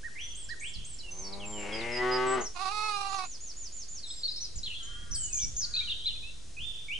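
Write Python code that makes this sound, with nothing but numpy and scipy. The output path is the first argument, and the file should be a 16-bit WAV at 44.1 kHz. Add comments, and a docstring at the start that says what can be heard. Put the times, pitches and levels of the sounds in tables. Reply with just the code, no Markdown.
"""Two sheep in a barn

A ram starts a low bleat with closed lips and opens his mouth as it swells; a younger sheep answers
with a high bleat from the right. Each voice is a train of glottal pulses filtered by the throat.
Small birds sing gliding, nearly pure tones under the roof, and the ram's hooves thud softly on the
matting. Faint hoarse calls reverberate far away, over a steady hiss and a low rumble of air."""
import sys
import numpy as np
from scipy import signal
from scipy.fft import rfft, irfft
from scipy.io import wavfile
from scipy.ndimage import uniform_filter1d

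SR = 44100
rng = np.random.default_rng(int(sys.argv[2]) if len(sys.argv) > 2 else 0)


def file_out(sig):
    """Save sig as 16-bit WAV at sys.argv[1]."""
    # one column per channel
    cols = np.atleast_2d(sig).T
    # limit, then scale
    lim = np.clip(cols, -1, 1)
    pcm = np.round(lim * 32767).astype(np.int16)
    wavfile.write(sys.argv[1], SR, pcm)


N = 308241
TIME = np.arange(N) / SR
CUTOFF_HZ = 10450

# Reverberation of the barn. Each row: frequency in Hz, time to decay by 60 dB in seconds.
BARN_T60 = [(500, 0.29), (3000, 0.49), (6000, 1), (10000, 0.66)]
# Rumble of air. Each row: time in seconds, level in dB.
RUMBLE_LEVEL = [(0, -50.5), (.6, -50), (4.2, -54), (5.2, -44.5), (6.99, -51.5)]
# Spectra of the rumble (shared by the steps), the hiss and the distant calls.
# Each row: frequency in Hz, relative level in dB.
RUMBLE_SPECTRUM = [(12, -6.5), (35, 2.5), (90, -7.5), (170, -16.5), (400, -32), (2000, -77.5)]
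HISS_SPECTRUM = [(200, 0.5), (400, 2), (900, -7), (2000, -6.5), (6000, 0.5), (10400, -7)]
FAR_CALL_SPECTRUM = [(800, -54), (1150, -3.5), (1400, 2.5), (2100, -10.5), (3000, -40.5)]
RUMBLE_CORRELATION = 0.083  # between left and right
# Distant hoarse calls. Each row: start in seconds, length in seconds, top pitch in Hz, level in dB.
FAR_CALL_NOTES = [(4.77, .43, 238.4, -54.5), (5.58, .33, 244.2, -56.5)]
# Hooves on the matting. Each row: start in seconds, peak level in dB.
HOOF_FALLS = [(0.751, -41.5), (4.541, -39.5), (5.095, -38.5), (5.42, -37.5), (6.584, -43.5)]

# Whistles from the far end of the hall.
# Each row: start in seconds, length in seconds, lowest pitch in Hz, top pitch in Hz, level in dB.
FAR_WHISTLE_NOTES = [(0.154, 0.093, 2046, 3460, -43), (0.609, 0.076, 2180, 3485, -41.5),
                     (6.566, 0.15, 2473, 3573, -41), (6.882, 0.089, 2227, 3190, -36.5)]
# Low rounded bird notes. 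Each row: start in seconds, level in dB.
HOOT_NOTES = [(.03, -45.5), (.488, -45.5)]
# Whistles of the near birds.
# Each row: start in seconds, length in seconds, first pitch in Hz, last pitch in Hz, level in dB.
WHISTLE_NOTES = [(0.206, 0.12, 5900, 5990, -51), (1.029, 0.069, 2995, 2720, -51.5),
                 (1.108, 0.11, 6106, 6290, -46), (1.208, 0.077, 6240, 5320, -48.5),
                 (1.243, 0.052, 4650, 4430, -48.5), (1.323, .019, 5210, 3784, -42.5),
                 (1.397, 0.06, 3430, 2540, -47.5), (1.454, 0.18, 7386, 7320, -47),
                 (1.522, 0.11, 3240, 2750, -50.5), (1.721, 0.032, 3340, 3200, -43.5),
                 (1.725, 0.07, 5114, 4790, -45.5), (1.8, 0.025, 4660, 3420, -47.5),
                 (1.914, .079, 5150, 4906, -44), (2.11, 0.06, 4998, 4940, -41.5),
                 (2.265, 0.09, 7860, 7760, -46), (4.063, .15, 7940, 7450, -51.5),
                 (4.823, .21, 3073, 3210, -50), (5.163, .13, 3210, 2916, -53.5),
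                 (5.3, 0.16, 2610, 2286, -57.5), (5.738, 0.053, 2410, 2640, -50),
                 (6.224, 0.077, 2456, 2700, -51.5)]
# Spells of twittering.
# Each row: start in seconds, end in seconds, lowest and highest mid-note pitch in Hz, level in dB.
TWITTER_SPELLS = [(4.011, 4.428, 3700, 5626, -53), (4.647, 4.849, 2705, 3500, -54),
                  (5.8, 6.2, 2200, 3900, -52.5), (5.38, 5.46, 2600, 4400, -57.5)]
# Chirps of a bird in the roof.
# Each row: start in seconds, length in seconds, top pitch in Hz, end pitch in Hz, level in dB.
CHIRP_NOTES = [(2.407, 0.072, 6770, 5250, -40.5), (4.101, 0.018, 3810, 3850, -39.5),
               (4.232, 0.035, 4460, 4280, -31.5), (4.278, 0.019, 4110, 4050, -34),
               (4.406, 0.053, 6090, 4660, -39), (4.359, 0.028, 5480, 5160, -39.5),
               (4.556, 0.04, 7420, 4680, -43), (4.631, 0.054, 4325, 2840, -37),
               (4.701, 0.03, 2980, 2470, -42.5), (4.828, 0.035, 7150, 5810, -47),
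               (5.11, 0.055, 6130, 4300, -38), (5.147, 0.12, 8310, 6610, -35.5),
               (5.327, .125, 6760, 5630, -33), (5.563, 0.093, 6835, 4100, -33.5),
               (5.737, 0.023, 4365, 4500, -31), (5.762, 0.047, 3968, 3725, -29.5),
               (5.896, 0.037, 3818, 2940, -32.5), (6.056, 0.038, 4145, 3360, -30.5)]

# The lamb's effort, an arch ending in three pushes. Each row: time in seconds, pitch in Hz, level in dB.
LAMB_CONTOUR = [(2.57, 358, -39.5), (2.626, 388.5, -34.5), (2.67, 377, -33), (2.725, 420, -35.5),
                (2.775, 422.5, -33), (2.86, 429.2, -31), (3.0, 395.5, -34), (3.122, 393.3, -37.5),
                (3.143, 391.8, -32), (3.172, 386.6, -38.5), (3.196, 380, -34), (3.262, 356, -40.5)]
# Resonances of the lamb's throat. Each row: frequency in Hz, relative gain in dB.
LAMB_FORMANTS = [(400, -21), (600, -14.5), (830, -2), (1230, 0), (1720, -21.5), (2200, -20.5), (2600, -8.5),
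                 (3150, -27), (4000, -11.5), (8500, -33), (10000, -28)]
# The walls reflect more of the lamb's treble than of its bass. Each row: frequency in Hz, gain in dB.
WALL_REFLECTION = [(1300, 8), (2400, 15)]

# The ram's effort, heard as pitch. Each row: time in seconds, pitch in Hz.
RAM_CONTOUR = [(1.12, 89.5), (1.33, 99.2), (1.58, 105.1), (1.626, 100.1), (1.846, 117.9), (2.014, 125),
               (2.2, 126.8), (2.345, 129.8), (2.385, 121.7), (2.43, 105)]
# His mouth. Each row: time in seconds, opening (0 shut, 1 parted, 2 wide, 3 strained), roughness 0 to 1.
RAM_MOUTH = [(1.54, 0, 0.25), (1.64, 1.3, .4), (1.96, 1.12, 0.19), (2.03, 2.5, 0.09), (2.23, 2.5, 0.12),
             (2.32, 2.5, 0.24), (2.39, 2.5, 0.87)]
# Resonances of his throat at the four openings. Each row: frequency in Hz, relative gain in dB.
SHUT_FORMANTS = [(100, -0.5), (410, -0.5), (640, -6), (980, -5.5), (1700, -24.5), (2200, -17.5),
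                 (4000, -35), (9000, -53)]
PARTED_FORMANTS = [(110, -8.5), (460, 1.5), (720, -7.5), (1250, -17), (2800, -8), (3400, -23.5),
                   (4300, -25), (9000, -20)]
WIDE_FORMANTS = [(255, -20), (380, 2.5), (505, -11.5), (750, -2.5), (1260, -11.5), (1400, -15),
                 (2030, -10.5), (2350, -23), (3000, -15.5), (3500, -26.5), (9000, -35)]
STRAINED_FORMANTS = [(125, -15), (385, 3.5), (640, -14), (770, -9.5), (920, -18), (1170, 5), (1390, -14),
                     (1540, -0.5), (1680, -18.5), (3250, -26), (9000, -35)]
# A strong resonance that sinks as his jaw drops. Each row: time in seconds, centre in Hz, boost in dB.
JAW_FORMANT = [(1.6, 2252, 9.5), (1.92, 2073, 19.5), (2.05, 1926, 12.5), (2.3, 2015, 7)]


def from_db(db):
    """Amplitude grows tenfold with every 20 dB."""
    return 10 ** (np.asarray(db) / 20)


def rms_one(x):
    """Normalisation to unit mean power."""
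    return x / np.sqrt(np.mean(x ** 2) + 1e-20)


def in_time(rows):
    """Linear interpolation of each column at every sample."""
    seconds, *columns = np.transpose(rows)
    return [np.interp(TIME, seconds, column) for column in columns]


def at_hz(points, hz):
    """Interpolation on a logarithmic frequency axis."""
    frequency, value = np.transpose(points)
    return np.interp(np.log(np.maximum(hz, 1)), np.log(frequency), value)


def drift(rate):
    """Band-limited fluctuation of unit rms, joining `rate` random values a second."""
    knots = rng.standard_normal(N // 8)
    return rms_one(np.interp(TIME * rate, np.arange(len(knots)), knots))


def gate(t, start, end, attack, release):
    """An envelope with raised-cosine edges; times in seconds."""
    ramp = np.clip(np.minimum((t - start) / attack, (end - t) / release), 0, 1)
    return np.sin(np.pi / 2 * ramp) ** 2


def add(out, start, sound):
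    """Superposition of a sound from its start in seconds."""
    place = out[max(int(start * SR), 0):][:len(sound)]
    place += sound[:len(place)]


def colour(x, spectrum, size=8192):
    """Minimum-phase filtering: folding the cepstrum makes the response causal."""
    cepstrum = irfft(np.log(from_db(at_hz(spectrum, np.fft.rfftfreq(size, 1 / SR)))))
    cepstrum[1:size // 2] *= 2
    cepstrum[size // 2 + 1:] = 0
    response = irfft(np.exp(rfft(cepstrum)))
    return signal.oaconvolve(np.atleast_2d(x), response[None], axes=1)[:, :N]


def pan(x, left_db):
    """A level difference between the two sides gives a source its direction."""
    sides = from_db(np.array([[left_db], [-left_db]]) / 2)
    return x * rms_one(sides)


def stereo_noise(spectrum, correlation):
    """Partly coherent noise: one part is in phase on both sides, the other in antiphase."""
    mid, side = rng.standard_normal((2, N))
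    white = np.sqrt(1 + correlation) * mid + np.sqrt(1 - correlation) * side * [[1], [-1]]
    return rms_one(colour(white, spectrum))


def barn(x, early_db, tail_db, early_t60=0.23):
    """Reverberation: sparse early reflections off the pen, then the hall's diffuse decaying tail."""
    t = TIME[:SR]
    white, tail = rng.standard_normal((2, SR)), 0
    edges_hz = np.geomspace(80, 12000, 8)
    for low, high in zip(edges_hz, edges_hz[1:]):
        band = signal.sosfilt(signal.butter(2, [low, high], "band", fs=SR, output="sos"), white)
        tail = tail + band * from_db(-60 * t / at_hz(BARN_T60, np.sqrt(low * high)))
    tail = tail * gate(t, 0.022, 0.75, attack=0.082, release=.5)
    reflections = rng.standard_normal((2, SR)) * (rng.random((2, SR)) < .05)
    early = reflections * from_db(-60 * t / early_t60) * (t > .002)
    response = (from_db(early_db) * rms_one(early) + from_db(tail_db) * rms_one(tail) / 2) / np.sqrt(SR)
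    return signal.fftconvolve(np.atleast_2d(x), response, axes=1)[:, :N]


def background():
    """Broadband noise: a slowly varying rumble of air under a steady hiss."""
    rumble_db, = in_time(RUMBLE_LEVEL)
    rumble = from_db(rumble_db) * stereo_noise(RUMBLE_SPECTRUM, RUMBLE_CORRELATION)
    return rumble + from_db(-54) * stereo_noise(HISS_SPECTRUM, correlation=0.65)


def larynx(pitch, rough, jitter, shimmer_db, air):
    """Glottal source: a pulse and a puff of air each cycle; roughness scales jitter, shimmer and air."""
    pitch = pitch * (1 + jitter * rough * drift(140))
    phase = 2 * np.pi * np.cumsum(pitch) / SR
    harmonics = int(CUTOFF_HZ * 1.2 / np.median(pitch))
    # closed form of a sum of equally strong harmonics
    pulses = rms_one(np.sin((harmonics + .5) * phase) / (np.sin(phase / 2) + 1e-12) - 1)
    puffs = rms_one(rng.standard_normal(N) * (3.4 + np.cos(phase)))
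    return pulses * from_db(shimmer_db * rough * drift(220)) + air * rough * puffs


def far_calls(sag=0.084):
    """Each distant call, a hoarse arch of pitch, arrives as reverberant sound alone."""
    pitch, envelope = np.full(N, FAR_CALL_NOTES[0][2]), 0
    for start, length, top_hz, level_db in FAR_CALL_NOTES:
        position = 2 * (TIME - start) / length - 1
        pitch = np.where(np.abs(position) < 1, top_hz * (1 - sag * position ** 2), pitch)
        envelope = envelope + from_db(level_db) * gate(TIME, start, start + length, 0.034, 0.066)
    source = larynx(pitch, rough=.3, jitter=.03, shimmer_db=6, air=.8)
    return barn(envelope * rms_one(colour(source, FAR_CALL_SPECTRUM)), early_db=-3.5, tail_db=5.5)


def steps(swell_s=0.029):
    """Cushioned impact: each hoof on the matting gives low noise that swells and dies away."""
    envelope, t = np.zeros(N), TIME[:SR] / swell_s
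    for start, level_db in HOOF_FALLS:
        add(envelope, start, from_db(level_db) * t * np.exp(1 - t))
    return envelope * stereo_noise(RUMBLE_SPECTRUM, RUMBLE_CORRELATION)


def slide(length, from_hz, to_hz, ease=1.6):
    """A power-law glide: the pitch moves quickly at first and then settles."""
    return to_hz + (from_hz - to_hz) * np.linspace(1, 0, int(length * SR)) ** ease


def arch(length, top_hz, end_hz, rise_s, scoop, bend):
    """A glide up from the fraction `scoop` below the top, then down; more bend delays the fall."""
    t = TIME[:int(length * SR)]
    rising = np.maximum(1 - t / rise_s, 0)
    falling = np.maximum(t - rise_s, 0) / max(length - rise_s, 1e-3)
    return top_hz * (1 - scoop * rising ** 2) + (end_hz - top_hz) * falling ** bend


def syrinx(pitch, level_db, waver, swell_db, edge_s=0.0031):
    """A bird's tone: a sine with random frequency modulation, its middle `swell_db` above its ends."""
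    t, position = TIME[:len(pitch)], np.linspace(-1, 1, len(pitch))
    tremble = np.interp(t * 500, np.arange(300), rng.standard_normal(300))
    tone = np.sqrt(2) * np.sin(2 * np.pi * np.cumsum(pitch * (1 + waver * tremble)) / SR)
    return tone * from_db(level_db + swell_db * (.5 - position ** 2)) * gate(t, 0, t[-1], edge_s, edge_s)


def far_whistler(dip_s=.012, rise_s=0.036):
    """Whistles dip, rise and level off; at this distance reverberation outweighs the direct sound."""
    song = np.zeros(N)
    for start, length, low_hz, top_hz, level_db in FAR_WHISTLE_NOTES:
        dip = np.exp(-((TIME[:int(length * SR)] - dip_s) / rise_s) ** 2)
        add(song, start, syrinx(top_hz + (low_hz - top_hz) * dip, level_db, waver=0.01, swell_db=4.5))
    return pan(from_db(-4) * song + barn(song, early_db=-1, tail_db=2.5), left_db=-2.5)


def hoots():
    """Low rounded notes: the direct sound comes from the right, the reverberation from both sides."""
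    song = np.zeros(N)
    pitch = arch(length=0.058, top_hz=1894, end_hz=1390, rise_s=0.0305, scoop=0.191, bend=2.06)
    for start, level_db in HOOT_NOTES:
        add(song, start, syrinx(pitch, level_db, waver=0.0084, swell_db=12.5))
    return pan(song, left_db=-11) + barn(song, early_db=-7.5, tail_db=1)


def whistles():
    """Nearly pure tones, held or gliding."""
    song = np.zeros(N)
    for start, length, from_hz, to_hz, level_db in WHISTLE_NOTES:
        add(song, start, syrinx(slide(length, from_hz, to_hz), level_db, waver=0.0061, swell_db=1.5))
    return song


def seesaw(start_s=.347, period_s=.249, drop_after_s=.139, count=3):
    """Two frequency sweeps alternate: a high arch and a quick drop."""
    song = np.zeros(N)
    high = arch(length=.11, top_hz=8370, end_hz=7130, rise_s=0.024, scoop=0.32, bend=1.8)
    drop = slide(length=0.029, from_hz=5750, to_hz=3930)
    for start in start_s + period_s * np.arange(count):
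        add(song, start, syrinx(high, level_db=-49, waver=0.01, swell_db=-5.5))
        add(song, start + drop_after_s, syrinx(drop, level_db=-47.5, waver=0.012, swell_db=0))
    return song


def swoops(start_s=3.085, period_s=.159, count=6):
    """A falling sweep repeats periodically and soon reaches full strength."""
    song = np.zeros(N)
    pitch = arch(length=.12, top_hz=7100, end_hz=4270, rise_s=0.027, scoop=0.0978, bend=2.1)
    for k in range(count):
        note = syrinx(pitch * rng.normal(1, 0.00788), level_db=-47 - 3.5 * .5 ** k, waver=.015, swell_db=0)
        add(song, start_s + period_s * k, note)
    return song


def near_birds():
    """Close by, a little to the right, direct sound and early reflections outweigh the tail."""
    song = whistles() + seesaw() + swoops()
    return pan(song + barn(song, early_db=0, tail_db=-14.5), left_db=-1.5)


def twitter(notes_per_s=50, note_s=0.03, glide=0.377, spread_db=18.5):
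    """Short exponential sweeps at random pitches, most of them falling."""
    song, position = np.zeros(N), np.linspace(-.5, .5, int(note_s * SR))
    for start, end, low_hz, high_hz, level_db in TWITTER_SPELLS:
        count = max(int((end - start) * notes_per_s), 1)
        for k, (when, height, slope, strength) in enumerate(rng.random((100, 4))[:count]):
            pitch = low_hz * (high_hz / low_hz) ** height * np.exp(glide * (.3 - slope) * position)
            onset = start + (end - start - note_s) * (k + when) / count
            note_db = level_db + spread_db * (strength - .5)
            add(song, onset, syrinx(pitch, note_db, waver=0.031, swell_db=10.5))
    return song


def roof_birds(rasp_per_s=3.3):
    """Loud chirps and twittering; fast amplitude modulation makes the longer chirps rasp."""
    song = np.zeros(N)
    for start, length, top_hz, end_hz, level_db in CHIRP_NOTES:
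        pitch = arch(length, top_hz, end_hz, rise_s=0.0141, scoop=0.1274, bend=1.2)
        flutter = rms_one(1 + rasp_per_s * length * drift(2200)[:len(pitch)])
        add(song, start, flutter * syrinx(pitch, level_db, waver=0.015, swell_db=-2))
    song = song + twitter()
    direct = np.stack([np.roll(song, 2), song])  # reaches the left two samples later
    return pan(direct, left_db=0.5) + barn(song, early_db=-3, tail_db=-4)


def evened(voice):
    """Division by the running rms holds the level at one whatever the pitch and vowel."""
    return voice / np.sqrt(uniform_filter1d(voice ** 2, size=1200) + 1e-6)


def smear(x, shortest_s, longest_s):
    """All-pass dispersion: short repeated echoes spread each pulse and leave the colour alone."""
    for lag in (np.geomspace(shortest_s, longest_s, 4) * SR).astype(int):
        taps = np.r_[1, np.zeros(lag), -.5]
        x = signal.lfilter(taps[::-1], taps, x)
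    return x


def lamb(start_s=2.54, end_s=3.28, quaver_hz=17.5):
    """Source and filter: a high bleat, hoarser and more deeply modulated as its pitch sags."""
    pitch, level_db = in_time(LAMB_CONTOUR)
    octaves_below_top = np.log2(pitch.max() / pitch)
    rough = 0.214 + 2 * octaves_below_top
    quaver = rough * np.sin(2 * np.pi * quaver_hz * (TIME - start_s))
    source = larynx(pitch * (1 + 0.014 * quaver), rough, jitter=.025, shimmer_db=4.5, air=0.3)
    voice = evened(rms_one(colour(source, LAMB_FORMANTS)))
    voice = voice * from_db(level_db + 3 * quaver)
    voice = voice * gate(TIME, start_s, end_s, attack=0.032, release=0.058)
    # the boards close beside it add their echoes before the sound reaches the pen
    voice = smear(voice, shortest_s=.0003, longest_s=.0013)
    voice = voice + barn(voice, early_db=-13, tail_db=-34, early_t60=.04)[:1]
    echoes = barn(colour(voice, WALL_REFLECTION), early_db=-16, tail_db=-32, early_t60=.08)
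    return pan(voice, left_db=-15) + echoes


def moving_resonance(x, hz, width_hz, block=128):
    """A two-pole resonator of unit peak gain whose centre follows a curve."""
    radius = np.exp(-np.pi * width_hz / SR)
    out, state = np.zeros(N), np.zeros(2)
    for i in range(0, N, block):
        poles = [1, -2 * radius * np.cos(2 * np.pi * hz[i] / SR), radius ** 2]
        out[i:i + block], state = signal.lfilter([1, 0, -1], poles, x[i:i + block], zi=state)
    return out * (1 - radius ** 2) / 2


def ram(start_s=0.94, end_s=2.494, db_per_octave=19.5, db_per_opening=4.5):
    """Source and filter: the formants pass from a hum to a tight open vowel as the bleat swells."""
    pitch, = in_time(RAM_CONTOUR)
    opening, rough = in_time(RAM_MOUTH)
    jaw_hz, boost_db = in_time(JAW_FORMANT)
    level_db = -49.5 + db_per_octave * np.log2(pitch / pitch.min()) + db_per_opening * opening
    source = larynx(pitch, rough, jitter=0.042, shimmer_db=6, air=0.4)
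    source = signal.sosfilt(signal.butter(2, [70, 6000], "band", fs=SR, output="sos"), source)
    source = smear(source, shortest_s=.0011, longest_s=.0061)
    # the opening crossfades between neighbouring throat shapes
    throats = (SHUT_FORMANTS, PARTED_FORMANTS, WIDE_FORMANTS, STRAINED_FORMANTS)
    shares = [np.interp(opening, range(len(throats)), row) for row in np.eye(len(throats))]
    voice = sum(share * rms_one(colour(source, throat)) for share, throat in zip(shares, throats))[0]
    voice = voice + (from_db(boost_db) - 1) * moving_resonance(voice, jaw_hz, width_hz=69)
    # interference: the wall reflection shifts as his head moves, so single overtones swell and fade
    delay_s = .0053 * (1 + .05 * drift(7))
    voice = voice + from_db(-9) * np.interp(TIME - delay_s, TIME, voice)
    voice = evened(voice) * from_db(level_db) * gate(TIME, start_s, end_s, attack=0.44, release=0.14)
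    return pan(voice, left_db=5.5) + barn(voice, early_db=-7, tail_db=-19)


def scene():
    """The pressures of the sheep, the background and the birds add by superposition."""
    sheep = ram() + lamb() + steps()
    return sheep + background() + far_calls() + near_birds() + hoots() + far_whistler() + roof_birds()


def record(dry, offset=.009):
    """An elliptic low-pass cuts the top steeply, and a small steady offset is added."""
    return signal.sosfilt(signal.ellip(12, .1, 80, CUTOFF_HZ, fs=SR, output="sos"), dry) + offset


dry = scene()
out = record(dry)
file_out(out)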